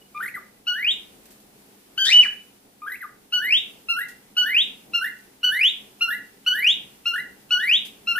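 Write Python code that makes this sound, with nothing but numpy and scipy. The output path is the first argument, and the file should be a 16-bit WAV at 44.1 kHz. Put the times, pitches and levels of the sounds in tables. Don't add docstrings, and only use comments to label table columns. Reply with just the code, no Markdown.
import sys
import numpy as np
from scipy import signal
from scipy.fft import rfft, irfft
from scipy.io import wavfile
from scipy.ndimage import uniform_filter1d, map_coordinates

SR = 44100
rng = np.random.default_rng(int(sys.argv[2]) if len(sys.argv) > 2 else 0)


def nominal_scale(level):
    x = np.asarray(level, float) / 20
    return 10 ** x


def master(y):
    cut = np.clip(np.atleast_2d(y).T, -1, 1)
    pcm = np.round(cut * 32767)
    wavfile.write(sys.argv[1], SR, pcm.astype(np.int16))


N = 361179
TOP_HZ = 15800


def rms_one(x):
    return x / np.sqrt(np.mean(x ** 2) + 1e-20)


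def in_time(rows, t):
    s, *columns = np.transpose(rows)
    return [np.interp(t, s, c) for c in columns]


def at_hz(points, hz):
    point_hz, value = np.array(points).T
    return np.interp(np.log(np.maximum(hz, 1)), np.log(point_hz), value)


def drift(rate_hz, size):
    r = np.exp(-2 * np.pi * rate_hz / SR)
    settle = 4000
    return rms_one(signal.lfilter([1], [1, -2 * r, r * r], rng.standard_normal(size + settle))[settle:])


def noise(colour, likeness=((1, 1), (2, 1)), size=N):
    hz = np.fft.rfftfreq(size, 1 / SR)
    mid, side = rfft(rng.standard_normal((2, size)))
    alike = np.clip(at_hz(likeness, hz), -1, 1)
    gain = nominal_scale(at_hz(colour, hz)) * (hz > colour[0][0]) * (hz < colour[-1][0])
    pair = np.sqrt(1 + alike) * mid + np.sqrt(1 - alike) * side * [[1], [-1]]
    return rms_one(irfft(gain * pair, size))


# pitch_hz, level_db, t60_s
EARLIER_ECHO = (2920, -59, 0.3)


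def earlier_echo():
    pitch_hz, level_db, t60_s = EARLIER_ECHO
    t = np.arange(N) / SR
    return nominal_scale(level_db - 60 * t / t60_s + 8.85 * drift(31, N)) * np.sin(2 * np.pi * pitch_hz * t)


def gate(voice):
    threshold_db, rise_s, fall_db_per_s = -48, .04, 50.5
    t = np.arange(N) / SR
    level_db = 10 * np.log10(np.maximum(uniform_filter1d(voice ** 2, size=800), 1e-9))
    fallen_db = fall_db_per_s * t
    held_db = np.maximum.accumulate(np.maximum(level_db - threshold_db, 0) + fallen_db) - fallen_db
    r = np.exp(-1 / (rise_s * SR))
    return signal.lfilter([1 - r], [1, -r], held_db)


# time_s, level_db
VENT = [(0, 2), (.7, -1), (1.0, 1), (1.9, 3), (2.6, -3), (3.4, 0.43), (5.0, 0.32), (8.2, 0.9)]
# freq_hz, density_db_per_hz
RUMBLE = [(20, -12), (33, -13), (60, -10.5), (97, -16.5), (135, -6), (170, -10.5), (205, 2), (244, -7),
          (280, -2.5), (325, -7.5), (406, -4.5), (604, -12.5), (800, -11), (1400, -29)]
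# freq_hz, level_db
HUM = (270, -70.5)
# freq_hz, density_db_per_hz
HISS = [(700, -20.5), (1000, -7), (1400, -5), (2260, -5.5), (4410, -7.5), (7000, -9), (11600, -5.5),
        (14000, -9), (16200, -4.5)]
# freq_hz, left_right_likeness
FLOOR_LIKENESS = [(60, 0.78), (180, 1), (550, 0.3), (1650, -0.13), (4970, -0.038), (15000, -0.29)]


def background(voice):
    vent_db, open_db = in_time(VENT, np.arange(N) / SR)[0], gate(voice)
    rumble_db = -61 + vent_db + 0.154 * open_db
    hiss_db = -63 + vent_db + .18 * open_db
    rumble = nominal_scale(rumble_db + 2.0 + 1.5 * drift(5.3, N)) * noise(RUMBLE, FLOOR_LIKENESS)
    hum_hz, hum_db = HUM
    hum_level = nominal_scale(hum_db + 4.3 * drift(2.5, N))
    hum = hum_level * np.sin(2 * np.pi * np.cumsum(hum_hz + 1.515 * drift(5.3, N)) / SR)
    hiss = nominal_scale(hiss_db + 4.5 + .5 * drift(8.9, N)) * noise(HISS, FLOOR_LIKENESS)
    return rumble + hum + hiss


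def lead_in(sound):
    size = round(.022 * SR)
    return nominal_scale(-42 + 12.0 * np.linspace(-1, 1, size)) * drift(140, size) * sound[size // 2:][:size]


# multiple, level_db
BUZZ_ORDERS = [(2, 2.5), (3, -13.5), (4, -19), (5, -37), (6, -33), (7, -50.5), (8, -26), (9, -39.5),
               (10, -26)]
STRAIN_DB = [-21, -29, -21]
# freq_hz, level_db
SHINE = [(3000, -7), (4500, -18), (7000, -25), (9000, -11.5), (10300, -7), (12000, -1), (13500, -13),
         (15500, -16)]


def note(rows, slips, hoarse, breath):
    waver, flutter_db, scoop, slip_s = 0.0043, 1.0322, 0.062, .0045
    start_s, stop_s = 0.0028, 0.0086
    rows = np.array(rows)
    t = np.arange(round(rows[0, 0] * SR), round(rows[-1, 0] * SR)) / SR
    size, since_s = len(t), t - t[0]
    pitch_hz, _, _, shine_db = in_time(rows, t)
    whistle_db, buzz_db = [20 * np.log10(np.interp(t, rows[:, 0], nominal_scale(rows[:, c]))) for c in (2, 3)]

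    sag = scoop * np.exp(-since_s / 0.003)
    slip_db = 0
    for s, share, loss_db in slips:
        dip = np.exp(-((t - s) / np.where(t < s, slip_s, slip_s / 2)) ** 2 / 2)
        sag = sag + share * dip
        slip_db = slip_db + loss_db * dip
    jitter = np.full(size, waver)
    for start, stop, share, change_db in hoarse:
        inside = np.clip(np.minimum(t - start, stop - t) / 0.0038, 0, 1)
        jitter = jitter + share * inside
        buzz_db = buzz_db + change_db * inside
    pitch_hz = uniform_filter1d(pitch_hz, size=300, mode="nearest") * (1 - sag + jitter * drift(79, size))
    phase = 2 * np.pi * np.cumsum(pitch_hz) / SR

    tone = nominal_scale(whistle_db - slip_db - 25 * scoop * np.exp(-since_s / .004)) * np.sin(phase)
    clear = np.clip((whistle_db - buzz_db) / 10, 0, 1)
    buzz_db = buzz_db - slip_db + 6 * clear * drift(70, size)
    softness_db = np.maximum(-40 - buzz_db, 0)
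    for k, order_db in BUZZ_ORDERS:
        order_db = order_db - 60 * k * jitter - .4 * (k - 2) * softness_db
        tone += nominal_scale(buzz_db + order_db) * np.sin(round(k) * phase) * (k * pitch_hz < TOP_HZ)
    for k, strain_db in enumerate(STRAIN_DB, start=3):
        tone += nominal_scale(2 * whistle_db + strain_db - 11) * np.sin(k * phase) * (k * pitch_hz < TOP_HZ)
    shine = nominal_scale(shine_db - 2.0 * slip_db) * clear
    for k in range(3, 11):
        beak = nominal_scale(at_hz(SHINE, k * pitch_hz) - 3.0 + 4.5 * drift(25, size))
        tone += shine * beak * np.cos(k * phase) * (k * pitch_hz < TOP_HZ)

    tone = np.sqrt(2) * tone * nominal_scale((flutter_db + 60 * jitter) * drift(43, size))
    tone = tone * (1 + 28 * np.maximum(jitter - .011, 0) * drift(250, size))
    edges = np.clip(np.minimum(since_s / start_s, (t[-1] - t) / stop_s), 0, 1)
    breath_db = -15 + 200 * np.minimum(jitter, .03)
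    return edges * (tone + shine * nominal_scale(breath_db) * breath[:size])


def sung(shape, row, opening_end, slips, hoarse):
    start_s, opening_s, glide_s, pitch_hz, change_db = row
    shape = np.array(shape, float)
    hold, end = shape[opening_end, 0], shape[-1, 0]

    def clock(u):
        gliding = opening_s + (u - hold) * glide_s / (end - hold)
        return start_s + np.where(u < hold, u * opening_s / hold, gliding)

    to_go = np.clip((end - shape[:, 0]) / (end - hold), 0, 1)
    tuned_hz = shape[:, 1] * (pitch_hz / shape[1, 1]) ** to_go
    levels_db = shape[:, 2:] + change_db * np.array([1, 1, 2])
    rows = np.column_stack([clock(shape[:, 0]), tuned_hz, levels_db])
    slips = [(clock(u) + .002 * rng.standard_normal(), share * rng.uniform(.7, 1.3), loss_db)
             for u, share, loss_db in slips]
    return rows, slips, [(clock(a), clock(b), *rest) for a, b, *rest in hoarse]


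def sing(voice, breath, shape, notes, opening_end, slips, hoarse):
    for row in notes:
        i = round(row[0] * SR)
        sound = note(*sung(shape, row, opening_end, slips, hoarse), breath[i:])
        voice[i:i + len(sound)] += sound
        lead = lead_in(sound)
        voice[i - len(lead):i] += lead


# into_note_s, pitch_loss_share, loss_db
WARBLE_SHAPE = [(0, 1202, -38.5, -52, -62), (.054, 1200, -36, -59, -54), (.066, 1554, -31.5, -50.5, -52),
                (.089, 1851, -31, -58.5, -36.5), (.114, 2038, -29, -47.5, -38),
                (.137, 2200, -37.5, -58.5, -37.5), (.151, 2830, -39, -80, -52.5)]
WARBLE_NOTES = [
    (.146, .054, .097, 1206, -1),
    (2.818, .044, .104, 1216, -3),
]
WARBLE_SLIPS = [(0.054, .04, 2.1), (0.079, .22, 6.3), (.104, .22, 6.5), (.127, .12, 5.6)]


def warbles(voice, breath):
    sing(voice, breath, WARBLE_SHAPE, WARBLE_NOTES, 1, WARBLE_SLIPS, [(.039, .159, .011, -10)])


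FALL_SHAPE = [(0, 2030, -39, -60.5, -60.5), (.015, 1955, -33.5, -61, -40),
              (.027, 1460, -37.5, -63.5, -55.5), (.042, 1215, -39.5, -59, -59),
              (.057, 1187, -33, -73.5, -70)]
FALL_NOTES = [
    (.34, .015, 0.032, 1972, 0.42),
    (3.005, .015, .04, 1991, -1.5),
]


def falls(voice, breath):
    sing(voice, breath, FALL_SHAPE, FALL_NOTES, 1, [], [(-.01, .065, .012, -10)])


LONG_SHAPE = [(0, 1392, -41.5, -33, -58), (.016, 1485, -32.5, -22.5, -56), (.064, 1451, -32, -30, -56),
              (.08, 1552, -31, -50, -52), (.107, 1778, -28.5, -56, -44.5), (.162, 2150, -29, -57.5, -46),
              (.203, 2671, -16.5, -49.5, -48.5), (.238, 3301, -19, -59, -62), (.274, 3936, -28, -54.5, -59)]
LONG_NOTES = [
    (0.667, 0.07913, 0.1868, 1467, -3),
    (3.323, 0.08167, .192, 1483, -1),
    (4.366, 0.0811, 0.1875, 1490, 1),
    (5.43, 0.08167, 0.19145, 1497, 0.68),
    (6.462, .078, .197, 1491, 0.34),
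    (7.506, 0.08196, 0.1985, 1475, 0.53),
]
LONG_SLIPS = [(0.087, .04, 4), (0.114, 0.021, 2.5), (0.139, .03, -1), (.16, .03, 2.5), (.179, .035, 8.5),
              (.199, 0.038, 13.5)]


def long_whistles(voice, breath):
    sing(voice, breath, LONG_SHAPE, LONG_NOTES, 3, LONG_SLIPS, [])


SCREAM_SHAPE = [(0, 1467, -34.5, -26.5, -60), (.018, 1589, -32.5, -28.5, -50),
                (.073, 1541, -34.5, -21.5, -59), (.108, 1906, -32.5, -21, -53.5),
                (.141, 2392, -20.5, -35, -58), (.157, 2968, -16, -45.5, -66.5),
                (.225, 2960, -10.5, -55, -64.5), (.245, 2880, -27.5, -49, -63.5),
                (.295, 1380, -39.5, -50, -60.5)]
SCREAM_NOTES = [
    (1.977, .073, .222, 1591, 0.13),
]
SCREAM_SLIPS = [(0.088, 0.044, 4), (.113, 0.036, 3), (.13, .03, 3), (.234, .005, 15)]


def scream(voice, breath):
    hoarse = [(.073, .145, .02, -1), (.247, .308, .032, -15)]
    sing(voice, breath, SCREAM_SHAPE, SCREAM_NOTES, 2, SCREAM_SLIPS, hoarse)


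# time_s, level_db
RASP = [(2.04, -72.5), (2.055, -28.5), (2.09, -34.5), (2.12, -38.5), (2.15, -50), (2.21, -52),
        (2.235, -45.5), (2.27, -52.5), (2.285, -69)]
# freq_hz, density_db_per_hz
RASP_COLOUR = [(2650, -35.5), (4500, 3.5), (5200, -6.5), (7710, -5.5), (12100, -21), (14200, -40),
               (15500, -18.5)]


def rasp():
    t = np.arange(N) / SR
    level = nominal_scale(in_time(RASP, t)[0]) * (t > RASP[0][0]) * (t < RASP[-1][0])
    return level * noise(RASP_COLOUR)[0] * nominal_scale(2.5 * drift(150, N))


SHORT_SHAPE = [(0, 1355, -42.5, -35, -61), (.017, 1416, -35, -22.5, -52), (.068, 1359, -40.5, -43, -55),
               (.088, 1526, -26.5, -47.5, -40.5), (.11, 1818, -27, -53.5, -38.5),
               (.132, 1990, -28, -47.5, -42), (.158, 2068, -34.5, -62.5, -53)]
SHORT_NOTES = [
    (3.885, 0.0921, .07, 1402, -1.3),
    (4.934, 0.0923, .066, 1418, -0.36),
    (6.008, .085, .07, 1408, 0.167),
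    (7.055, 0.0939, 0.065, 1421, 0.287),
    (8.07, 0.0981, .07, 1410, 0.21),
]
SHORT_SLIPS = [(0.076, 0.035, 3.1), (.097, .13, 5.3), (.118, .13, 4), (0.138, 0.068, 5)]


def short_whistles(voice, breath):
    sing(voice, breath, SHORT_SHAPE, SHORT_NOTES, 3, SHORT_SLIPS, [(.09, .165, .006, -4)])


def bird():
    voice, breath = np.zeros(N + SR), np.tile(noise(SHINE)[0], 2)
    for kind in (warbles, falls, long_whistles, scream, short_whistles):
        kind(voice, breath)
    return voice[:N] + rasp()


# freq_hz, density_db_per_hz
ROOM_COLOUR = [(300, -8), (1500, 0), (3000, -2.22), (4500, -1.78), (7000, 1.5), (12000, 3.5), (20000, -7.5)]
# freq_hz, t60_s
ROOM_T60 = [(1000, 0.27), (2000, 0.4004), (3000, 0.29), (5000, 0.31), (10000, 0.15)]
# freq_hz, left_right_likeness
ROOM_LIKENESS = [(1000, .6), (2000, 0.32), (4000, 0.038), (10000, 0.02)]


def room(x):
    room_db, first_echo_s = -4.5, 0.00432
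    size = SR // 2 + 4000
    t, hz = np.arange(size) / SR, np.fft.rfftfreq(size, 1 / SR)
    dense = rfft(noise(ROOM_COLOUR, ROOM_LIKENESS, size))
    echoes = 0
    for centre_hz in 500 * 2. ** np.arange(6):
        share = np.clip(1 - np.abs(np.log2(np.maximum(hz, 1) / centre_hz)), 0, 1)
        t60_s = at_hz(ROOM_T60, centre_hz)
        decay = nominal_scale(-60 * t / t60_s) / np.sqrt(t60_s * SR / np.log(1e6))
        echoes = echoes + irfft(share * dense, size) * decay
    echoes = echoes * np.clip(t / first_echo_s - 1, 0, 1)
    return nominal_scale(room_db) * signal.fftconvolve(x[None], echoes, axes=1)[:, :N]


# start_s, level_db, dying_s
RUSTLES = [
    (1.254, -50, 0.036),
    (1.305, -51, 0.086),
    (1.399, -56.5, 0.043),
    (4.083, -43.5, 0.072),
    (7.85, -42, 0.078),
]
# freq_hz, density_db_per_hz
RUSTLE_COLOUR = [(1500, -1), (4000, 1), (8000, 0.5), (12000, 1.5), (15500, -1)]


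def rustles():
    t, swell = np.arange(N) / SR, np.zeros(N)
    for start_s, level_db, dying_s in RUSTLES:
        after_s = np.maximum(t - start_s, 0)
        swell += nominal_scale(level_db - 60 * after_s / dying_s / 3) * np.minimum(after_s / 0.00233, 1)
    return swell * nominal_scale(1.35 * drift(200, N)) * noise(RUSTLE_COLOUR, ROOM_LIKENESS)


# time_s, left_right_db, left_lag_samples
PLACE = [(0, 0.7, -1), (1, 1, -3), (2, 3.5, -3), (3, 1, -2.5), (4, 0.5, -4.5), (5, 0, -1.5), (6, 0.5, 2.59),
         (7, 0.7, -1.39), (8.2, 2, -2)]


def scene():
    voice, n = bird(), np.arange(N)
    pan_db, lag = in_time(PLACE, n / SR)
    direct = [nominal_scale(side * pan_db / 2) * map_coordinates(voice, [n - side * lag / 2], order=3)
              for side in (1, -1)]
    heard = nominal_scale(3.0) * (np.array(direct) + room(voice))
    return heard + rustles() + earlier_echo() + background(voice)


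def roll_off(x):
    return signal.sosfilt(signal.butter(12, 15760, fs=SR, output="sos"), x)


def record(dry):
    ceiling = .8
    held = dry / (1 + (dry / ceiling) ** 6) ** (1 / 6)
    low_pass = signal.cheby2(18, 60, TOP_HZ + 40, fs=SR, output="sos")
    return roll_off(signal.sosfilt(low_pass, held))


dry = scene()
out = record(dry)
master(out)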